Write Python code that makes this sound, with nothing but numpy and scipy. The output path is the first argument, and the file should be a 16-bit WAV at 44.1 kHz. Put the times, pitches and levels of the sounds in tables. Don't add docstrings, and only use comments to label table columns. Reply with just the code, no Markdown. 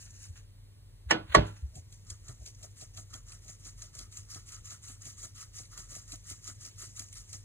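import sys
import numpy as np
from scipy import signal
from scipy.fft import rfft, irfft
from scipy.io import wavfile

SR = 44100
rng = np.random.default_rng(int(sys.argv[2]) if len(sys.argv) > 2 else 0)


def wav_out(sig):
    wavfile.write(sys.argv[1], SR, np.round(np.clip(np.atleast_2d(sig).T, -1, 1) * 32767).astype(np.int16))


N = 328104
T = np.arange(N) / SR
HZ = np.fft.rfftfreq(N, 1 / SR) + 1


def amp(db):
    return 10 ** (np.asarray(db) / 20)


def rms_one(x):
    return x / np.sqrt(np.mean(x ** 2) + 1e-20)


def at_hz(points, hz, axis=1):
    points = np.array(points)
    return np.interp(np.log(hz), np.log(points[:, 0]), points[:, axis])


def coloured(x, spectrum):
    return rms_one(irfft(rfft(x) * amp(at_hz(spectrum, HZ)), N))


def bandpass(x, low_hz, high_hz):
    return signal.sosfilt(signal.butter(2, [low_hz, high_hz], "band", fs=SR, output="sos"), x)


def resonate(x, hz, width_hz):
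    r = np.exp(-np.pi * width_hz / SR)
    zeros = np.array([1, 0, -1]) * (1 - r * r) / 2
    return signal.lfilter(zeros, [1, -2 * r * np.cos(2 * np.pi * hz / SR), r * r], x)


def flicker(rate_hz, depth_db):
    r = np.exp(-2 * np.pi * rate_hz / SR)
    return amp(depth_db * rms_one(signal.lfilter([1], [1, -2 * r, r * r], rng.standard_normal(N))))


def body(x, modes, shift_db):
    total = 0
    for k, (hz, width_hz, db) in enumerate(modes):
        total = total + (-1) ** k * amp(db) * flicker(11, shift_db) * resonate(x, hz, width_hz)
    return rms_one(total)


def swell(s, rise_s, t60_s, lead_s=0.0016):
    start = round(s * SR) - SR // 20
    t = T[:min(N - start, SR // 2)] - 1 / 20
    after = np.maximum(t, 0)
    creep = 0.19 * np.exp(np.minimum(t, 0) / max(lead_s, 1e-4))
    rise = (1 - np.exp(-after / max(rise_s, 1e-4))) ** 2
    shape = (creep + rise) * amp(-60 * after / max(t60_s, .005))
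    return slice(start, start + len(t)), shape / shape.max()


def grains(per_s, spread_db):
    sizes = amp(spread_db * np.minimum(rng.exponential(1, (2, N)), 5)) * rng.choice([-1, 1], (2, N))
    return sizes * (rng.random((2, N)) < per_s / SR)


# centre in Hz, width in Hz, level in dB.
HUM_BANDS = [(42.7, 13.3, -60.5), (105.05, 36, -65), (78.22, 55, -60.5), (129, 17, -72.5)]
# frequency in Hz, level in dB.
HUM_LINES = [(41.5, -60.5), (100.0, -53.5)]
# frequency in Hz, relative level in dB.
AIR_SPECTRUM = [(200, -18.5), (350, -20.5), (600, -22.5), (900, -26), (1300, -31.5), (2800, -29.5),
                (4000, -28), (5300, -29.5), (6800, -33.5), (8500, -32.5), (11000, -31.5), (13500, -32),
                (16000, -38.5)]
AIR_DB, HUM_WAVER_DB = -66.5, 1.0


def kitchen():
    air = coloured(rng.standard_normal((2, N)), [(90, -28.0)] + list(AIR_SPECTRUM))
    out = amp(AIR_DB) * air
    waver = flicker(16, HUM_WAVER_DB)
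    for hz, width_hz, level_db in HUM_BANDS:
        narrow = resonate(rng.standard_normal((2, N)), hz, width_hz)
        out += amp(level_db) * waver * rms_one(resonate(narrow, hz, width_hz))
    out[0] += waver * sum(amp(db) * np.sin(2 * np.pi * hz * T) for hz, db in HUM_LINES)
    return out


# top in seconds, hiss in dB, body in dB over the hiss,
# 20 dB rise in seconds, 20 dB fall in seconds.
RUSTLES = [(.015, -51, -16, .08, .13), (.075, -63, -4, .05, .05), (.15, -60, -10, .15, .2),
           (.24, -50, -15, .11, .095), (.376, -54.5, -5, .05, .06), (1.099, -62, 14, .01, .02),
           (1.104, -53, 14, .014, .05), (1.345, -58, 13, .075, .17), (1.47, -55, 2, .04, .08),
           (1.574, -61.5, -3.5, .05, .09)]


def rustles():
    hiss, rub = np.zeros((2, N))
    for s, hiss_db, body_db, rise_s, fall_s in RUSTLES:
        slope_s = np.maximum(np.where(T < s, rise_s, fall_s), 1e-3)
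        level_db = hiss_db - 20 * np.abs(T - s) / slope_s
        hiss += amp(2 * level_db)
        rub += amp(2 * (level_db + body_db))
    return hiss, rub


# frequency in Hz, relative level in dB.
SCUFF_SPECTRUM = [(400, -9.5), (800, -2), (1200, -3), (1600, 2), (2200, -1), (3500, -0.5), (4400, -6),
                  (4900, -23)]


def scuff(rub, rasp):
    return np.sqrt(rub) * flicker(40, 3.0) * coloured(rasp, SCUFF_SPECTRUM)


# time in seconds, level in dB before the crest is taken off.
FLICKS = [(0.1052, -46.5), (2.5466, -49), (2.947, -48), (3.9499, -41.5), (4.2926, -49), (4.488, -38.5),
          (4.655, -39.5), (4.8442, -44), (5.0186, -43.5), (5.361, -46), (5.5406, -50), (5.798, -44),
          (5.8985, -53), (6.0785, -45), (6.4416, -39), (6.61, -46), (6.78, -50), (7.0842, -46.5),
          (7.1267, -41)]
FLICK_T60_S, FLICK_CREST_DB = 0.037, 7


def flicks():
    hiss = np.zeros(N)
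    for s, peak_db in FLICKS:
        at, shape = swell(s, 0.00081, FLICK_T60_S)
        hiss[at] += amp(2 * (peak_db - FLICK_CREST_DB)) * shape ** 2
    return hiss


def patchy(x, fast_db, slow_db):
    edges_hz = 1500 * 2 ** (np.arange(12) / 3)
    total = 0
    for k, (low, high) in enumerate(zip(edges_hz, edges_hz[1:])):
        band = (-1) ** k * bandpass(x, low, high)
        total = total + band * flicker(50, fast_db) * flicker(8.3, slow_db)
    return total


def lumps(per_s, cycles):
    clicks = grains(per_s, spread_db=0.0)[0]
    dealt = rng.integers(0, 14, N)
    total = 0
    for k, hz in enumerate(np.geomspace(2200, 9500, 14)):
        total = total + resonate(clicks * (dealt == k) + 1e-18, hz, hz / cycles)
    return rms_one(total)


# frequency in Hz, relative level in dB.
POWDER_SPECTRUM = [(2200, -15), (2800, -10.5), (4000, -13), (5300, -1.5), (6200, -0.5), (6900, 3),
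                   (7600, -4), (8500, -6.5), (9700, -10.5), (11000, -7.5), (13500, -18.5), (15900, -24)]


def powder(rasp):
    out = flicker(90, 0.94) * coloured(patchy(rasp, fast_db=2.0, slow_db=1.5), POWDER_SPECTRUM)
    out[0] += amp(-15.5) * flicker(30, 5.5) * lumps(per_s=900, cycles=18.0)
    return out


# time in seconds, level in dB, frequency in Hz.
BUMPS = [(0.292, -38.5, 85.7), (0.808, -50, 54.3), (1.06, -34.5, 66.4), (1.292, -37.5, 70),
         (1.625, -28, 68.7), (1.778, -39.5, 91.2), (2.105, -43, 77), (2.289, -41, 116.7),
         (2.397, -41.5, 56), (2.971, -45, 98.7), (3.143, -42.5, 98.8), (4.187, -46, 94), (5.6, -48, 96.7),
         (6.129, -49, 109), (6.305, -49, 90.8), (7.371, -50, 99)]
BUMP_T60_S = 0.16


def bumps():
    out = np.zeros(N)
    for s, peak_db, hz in BUMPS:
        at, shape = swell(s, 0.0052, BUMP_T60_S)
        out[at] += amp(peak_db) * shape * np.sin(2 * np.pi * hz * T[:len(shape)])
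    return out


# time in seconds, level in dB, landing from 0 (edge first) to 1 (flat),
# dull above Hz, thin below Hz.
KNOCKS = [(1.1081, -16.5, 0, 8000, 900), (1.1156, -24.5, 0.075, 3000, 180), (1.1216, -20.5, 0.15, 900, 42),
          (1.3442, -36.5, 0.6, 8150, 380), (1.3473, -10, 0.91, 8000, 340), (1.3536, -21.5, 0.29, 3000, 130),
          (1.365, -7.5, 0.84, 350, 34)]
# frequency in Hz, t60 in seconds, dB on the edge, dB on landing.
CUP_MODES = [(59.6, 0.22, -23, -4), (102.5, .38, -27, -11), (134.24, 0.18, -23, -5.5),
             (165.2, .2, -23.5, -8), (200, .25, -16.5, -21), (243, 0.19, -15, -12),
             (302, 0.29, -18.5, -15.5), (323.1, .25, -7.5, -16.5), (408.5, 0.22, -4, -10),
             (424, .15, -14, -11.5), (472, .25, -21, -24), (566.5, 0.1, -20.5, -24),
             (688.6, 0.26, -25, -23), (545, 0.053, -11.5, -13.5), (602, 0.2, -6, -1.5),
             (635.7, 0.14, -17, -9.5), (739, 0.14, -9.5, -14.5), (861, 0.48, -24, -27.5),
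             (913.7, .13, -15.5, -12), (993, 0.32, -19, -22.5), (1078, 0.067, -12, -15),
             (1117, 0.049, -15.5, 11.5), (1343, 0.2275, -20.5, -18.5), (1374, .5, -31.5, -32),
             (1480.3, 0.23, -17, -21), (1506, 0.13, -5.5, -19.5), (1680, 0.19, -15.5, -19),
             (1763, 0.065, -0.5, -14.5), (1919, 0.037, 4.5, 2), (2007, 0.13, -20.5, -23),
             (2084, 0.18, -21, -26.5), (2475, .22, -17, -28.5), (3050, 0.24, -29, -30),
             (3347, .18, -21.5, -33.5), (2265.3, .09, -12, -16), (2239, 0.06, -7, -22),
             (2400, .09, -16, -18.5), (2940, .1, -1.5, -13.5), (3300, 0.15, -19, -24.5),
             (3480, .12, -19.5, -26.5), (3970, .08, -15.5, -20.5), (4171, .08, -19.5, -12.5),
             (4630, .1, -20.5, -22.5), (5545, 0.076, -2, -23), (6770, 0.037, -9, -17.5),
             (6930, .06, -9, -28.5), (7810, 0.015, -11, -27)]
BITE_EDGE_S, BITE_LANDING_S = 0.00057, 0.0014
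BUILD_CYCLES = .35
CUP_APART = .35
CUP_WAVER_DB, CUP_WAVER_HZ, CUP_WAVER_S, STEADY_BELOW_HZ = 3.0, 30, .03, 500


def cup_ring():
    out, t = np.zeros((2, N)), T[:SR // 2]
    signs = rng.choice([-1, 1], len(CUP_MODES))
    wavers = [flicker(CUP_WAVER_HZ, CUP_WAVER_DB) for _ in range(7)]
    for s, peak_db, landing, dull_hz, thin_hz in KNOCKS:
        at = slice(round(s * SR), round(s * SR) + len(t))
        bite_s = np.interp(landing, [0, 1], [BITE_EDGE_S, BITE_LANDING_S])
        bite = 1 - np.exp(-t / bite_s)
        for (hz, t60_s, *level_db), sign, waver in zip(CUP_MODES, signs, wavers * len(CUP_MODES)):
            mode_db = peak_db + np.interp(landing, [0, 1], level_db)
            tone = amp(mode_db - 60 * t / t60_s) * bite
            tone *= 1 - np.exp(-t * hz / BUILD_CYCLES)
            waver_share = np.minimum(t / CUP_WAVER_S, 1) / (1 + (STEADY_BELOW_HZ / hz) ** 4)
            tone *= waver[at] ** waver_share
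            tone /= (1 + (hz / dull_hz) ** 2) * (1 + (thin_hz / hz) ** 2)
            out[0, at] += tone * np.sin(2 * np.pi * hz * t)
            out[1, at] += CUP_APART * sign * tone * np.cos(2 * np.pi * hz * t)
    return out


# frequency in Hz, relative level in dB, t60 in seconds.
CRACK_BANDS = [(150, -5.5, 0.42), (355, -3, 0.28), (693.6, 5, 0.22), (1280, -13.5, 0.33),
               (1948, -7.5, 0.18), (2740, -9, 0.26), (4035, -12.5, 0.22), (6400, -18, 0.086),
               (10352, -29.5, 0.04), (11770, -46, .04), (14660, -51, 0.052)]
CRACK_EDGE_DB, CRACK_LANDING_DB = -13.5, -10
LEAD_EDGE_S, LEAD_LANDING_S = 0.0024, 0.0029
SNAP_DB, SNAP_T60_S = 5, 0.032


def cup_crack():
    out = np.zeros((2, N))
    edges_hz = 110 * 2 ** np.arange(0, 7.6, .5)
    cracks = [(KNOCKS[0][0], CRACK_EDGE_DB, LEAD_EDGE_S), (KNOCKS[4][0], CRACK_LANDING_DB, LEAD_LANDING_S)]
    for s, crack_db, lead_s in cracks:
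        snap = amp(SNAP_DB) * swell(s, 0.0014, SNAP_T60_S, lead_s=0.0024)[1]
        for low, high in zip(edges_hz, edges_hz[1:]):
            hz = np.sqrt(low * high)
            at, shape = swell(s, 0.0005, at_hz(CRACK_BANDS, hz, axis=2), lead_s)
            noise = bandpass(rng.standard_normal((2, len(shape))) * (shape + snap), low, high)
            out[:, at] += amp(crack_db + at_hz(CRACK_BANDS, hz)) * noise
    return out


# blow in seconds, blow hiss in dB,
# sharp tick in dB over the hiss, thud in dB, mesh drum in dB over the hiss, slide lead in seconds,
# slide hiss in dB, slide t60 in seconds, blow hiss t60 in seconds.
STROKES = [(1.753, -52.5, 4, -48.5, -37, 0.039, -80, 0.23, 0.14),
           (1.924, -58.5, 9, -87, -39, 0.044, -66, .2, 0.16),
           (2.101, -52, 10.5, -60, -12.5, 0.033, -58.5, 0.17, 0.15),
           (2.2815, -51.5, 5, -54, -6.5, 0.039, -59, 0.25, 0.15),
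           (2.461, -49, 7, -59, -38, 0.04, -57, .2, 0.13),
           (2.6295, -51.5, 9.5, -54, -15.5, 0.042, -59.5, 0.18, 0.13),
           (2.81, -50, 8, -55.5, -16.5, 0.039, -52.5, 0.19, 0.11),
           (2.972, -48.5, 4, -52.5, -14.5, 0.031, -59, 0.14, 0.14),
           (3.138, -49, 9, -54.5, -9.5, .042, -59.5, 0.21, 0.13),
           (3.319, -54, 8.5, -62, -14, 0.05, -53, 0.28, 0.16),
           (3.48, -49, 0, -58.5, -17.5, 0.057, -56, 0.22, 0.2),
           (3.6506, -49, 1, -59, -16, 0.051, -60, .2, 0.15),
           (3.819, -50.5, 7, -60, -15, 0.043, -55, 0.25, 0.17),
           (3.9887, -51.5, 10, -57, -11, 0.045, -51.5, 0.2, 0.18),
           (4.169, -48.5, 9.5, -67, -17, 0.055, -52, 0.4, 0.12),
           (4.3454, -47, 6.5, -53, -14, 0.043, -45.5, 0.14, 0.21),
           (4.52, -48, -1, -62.5, -13.5, 0.049, -51.5, .18, 0.2),
           (4.7039, -44.5, 0, -58, -13, 0.057, -50.5, 0.23, 0.19),
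           (4.8808, -48.5, 4, -58, -16.5, 0.042, -48.5, 0.19, 0.2),
           (5.052, -46.5, 2, -54.5, -16, 0.037, -51.5, 0.16, 0.22),
           (5.2296, -46, 0, -53, -14.5, 0.051, -48, 0.2, 0.14),
           (5.4082, -45.5, 2.5, -76, -13.5, 0.048, -48.5, 0.2, 0.12),
           (5.584, -46, -1.5, -54.5, -18, 0.041, -46.5, 0.21, 0.16),
           (5.7758, -46, 4, -56.5, -11.5, 0.059, -50.5, 0.17, .18),
           (5.9504, -48, 6.5, -54, -14.5, 0.053, -48, 0.24, 0.2),
           (6.12, -45.5, 7.5, -54, -16, 0.036, -49, 0.17, 0.12),
           (6.298, -44, -1, -55, -16.5, 0.047, -49, 0.35, 0.12),
           (6.476, -44, -2, -54.5, -12, 0.039, -50.5, 0.24, 0.11),
           (6.6485, -46, 2, -57, -16.5, 0.045, -49.5, 0.22, 0.14),
           (6.816, -46, 1, -56.5, -15, 0.03, -46, 0.26, 0.16),
           (6.9928, -49, 10.5, -56, -15, 0.034, -48, 0.17, 0.19),
           (7.154, -47.5, -0.5, -81, -16, 0.031, -56, 0.13, 0.26),
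           (7.329, -46, 3.5, -54.5, -19, 0.035, -53.5, 0.15, 0.18)]
HIT_RISE_S, SLIDE_RISE_S = 0.014, 0.022
SLIDE_TICK_DB, SLIDE_TICK_SPREAD_DB = -23, 2.5
SLIDE_DRUM_DB = -1.5


def jolts():
    for s, hiss_db, tick_db, _, drum_db, early_s, slide_db, slide_t60_s, hit_t60_s in STROKES:
        slide_tick_db = SLIDE_TICK_DB + SLIDE_TICK_SPREAD_DB * rng.standard_normal()
        yield s - early_s, slide_db, slide_tick_db, drum_db + SLIDE_DRUM_DB, SLIDE_RISE_S, slide_t60_s
        yield s, hiss_db, tick_db, drum_db, HIT_RISE_S, hit_t60_s


# frequency in Hz, width in Hz, relative level in dB.
PINGS = [(2660, 280, -37), (3290, 67, -16), (3960, 1100, -16.5)]
TICK_RISE_S, TICK_T60_S, TICK_LEAD_S = .0012, .03, .0035
RISE_SPREAD, PING_SPREAD_DB = .35, 3


def jolt_powers():
    hiss, drum = np.zeros((2, N))
    ping = np.zeros((len(PINGS), N))
    for s, hiss_db, tick_db, drum_db, rise_s, t60_s in jolts():
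        at, shape = swell(s, rise_s * np.exp(RISE_SPREAD * rng.standard_normal()), t60_s, lead_s=0.009)
        tick = swell(s, TICK_RISE_S, TICK_T60_S, TICK_LEAD_S)[1]
        hiss[at] += amp(2 * hiss_db) * (shape ** 2 + (amp(tick_db) * tick) ** 2)
        ping_db = hiss_db + tick_db + PING_SPREAD_DB * rng.standard_normal((len(PINGS), 1))
        ping[:, at] += (amp(ping_db) * tick) ** 2
        drum[at] += amp(2 * (hiss_db + drum_db)) * shape ** 2
    return hiss, drum, ping


def rim_pings(ping, rasp):
    out = 0
    for power, (hz, width_hz, db) in zip(ping, PINGS):
        struck = resonate(np.sqrt(power) * rms_one(rasp), hz, width_hz)
        out = out + amp(db) * np.sqrt(SR / width_hz) * struck
    return out


# frequency in Hz, width in Hz, relative level in dB.
MESH_MODES = [(1285, 170, 13.5), (1824, 1700, -8.5), (4030, 60, 7)]


def mesh_drum(drum, rasp):
    return np.sqrt(drum) * flicker(35, 2.5) * body(rasp, MESH_MODES, shift_db=1.5)


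# frequency in Hz, width in Hz, relative level in dB.
RIM_MODES = [(133, 22.3, 8.5), (258, 120, 1.5), (385, 150, -1.5), (641, 48, 3.5), (763, 22, 3.5)]
# time in seconds, level in
# dB.
EXTRA_THUDS = [(1.77, -59.5), (2.407, -56), (3.447, -65), (3.948, -60), (5.915, -57.5), (6.868, -64)]
THUD_LAG_S, THUD_T60_S = 0.0091, 0.093


def rim_thuds():
    power = np.zeros(N)
    blows = [(row[0] + THUD_LAG_S, row[3]) for row in STROKES]
    for s, thud_db in blows + list(EXTRA_THUDS):
        at, shape = swell(s, 0.005, THUD_T60_S, lead_s=0.023)
        power[at] += amp(2 * thud_db) * shape ** 2
    return np.sqrt(power) * body(rng.standard_normal((2, N)), RIM_MODES, shift_db=2.5)


# time in seconds, level in dB.
TRICKLE = [(1.6, -74.5), (2.5, -66), (4.5, -73), (6.7, -61.5), (7.44, -63)]


def sieve():
    rasp = grains(per_s=15000, spread_db=1.5)
    rustle_hiss, rub = rustles()
    jolt_hiss, drum, ping = jolt_powers()
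    trickle_hiss = amp(2 * np.interp(T, *np.transpose(TRICKLE), left=-120))
    hiss = rustle_hiss + flicks() + jolt_hiss + trickle_hiss
    out = np.sqrt(hiss) * powder(rasp) + scuff(rub, rasp)
    return out + mesh_drum(drum, rasp) + rim_pings(ping, rasp) + rim_thuds()


# frequency in Hz, right port's phase lead in rad for the sieve, for the room,
# for the cup, likeness from 0 to 1.
PORTS = [(0, 0, 0, 0, 1), (60, .3, .35, .2, .98), (150, .5, .6, .4, .95), (390, .9, 1.2, .8, .6),
         (600, 2.3, 2.5, 1.9, .7), (780, 3, 3.5, 2.4, .65), (950, 3.7, 4, 4.5, .5), (1150, 5.6, 5, 5.2, .6),
         (1550, 5.8, 5, 5.2, .55), (1800, 5.9, 5.5, 6.8, .65), (2000, 6.2, 5.5, 6.2, .65),
         (2250, 4.4, 4.4, 4, .45), (2600, 3.2, 3.2, 3.1, .65), (3270, 3, 3.2, 3, .75),
         (4130, 4.4, 4.2, 4.2, .75), (4700, 3.3, 3.3, 3.3, .95), (4950, 3.14, 3.14, 3.14, .985),
         (5200, 2.9, 3.0, 3.0, .95), (7500, .7, .7, .7, .93), (7750, 0, 0, 0, 1), (8900, 0, 0, 0, 1),
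         (10300, -1.5, -1.5, -1.5, .86), (11600, -2.8, -2.8, -2.8, .9), (11800, -3.14, -3.14, -3.14, 1),
         (13050, -3.14, -3.14, -3.14, 1), (13300, -3.4, -3.8, -3.3, .8), (14400, -4, -2, -4.5, 0.5),
         (15250, -6, -8.5, -7.5, 1)]
# frequency in Hz, left minus right in dB.
LEAN = [(300, 0.5), (900, -0.5), (2200, -2.5), (3200, -1.5), (4000, 0.5), (5500, 1)]


def ports(sound, axis):
    table = np.transpose(PORTS)
    alike = np.clip(np.interp(HZ, table[0], table[4]), 0, 1)
    common, apart = rfft(sound) * np.sqrt([(1 + alike) / 2, (1 - alike) / 2])
    turn = np.exp(.5j * np.interp(HZ, table[0], table[axis]))
    lean = amp(at_hz(LEAN, HZ) / 2)
    return irfft([(common + apart) / turn * lean, (common - apart) * turn / lean], N)


def scene():
    room = ports(kitchen(), axis=2)
    near = ports(sieve() + bumps() * [[1], [0]], axis=1)
    cup = ports(cup_ring() + cup_crack(), axis=3) * amp([[-1.2], [1.2]])
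    return room + near + cup


def record(dry):
    dry = signal.sosfilt(signal.butter(4, 31, "high", fs=SR, output="sos"), dry)
    top_cut = signal.cheby2(20, 60, 16000, fs=SR, output="sos")
    return signal.sosfilt(top_cut, np.clip(dry, -1, 1))


dry = scene()
out = record(dry)
wav_out(out)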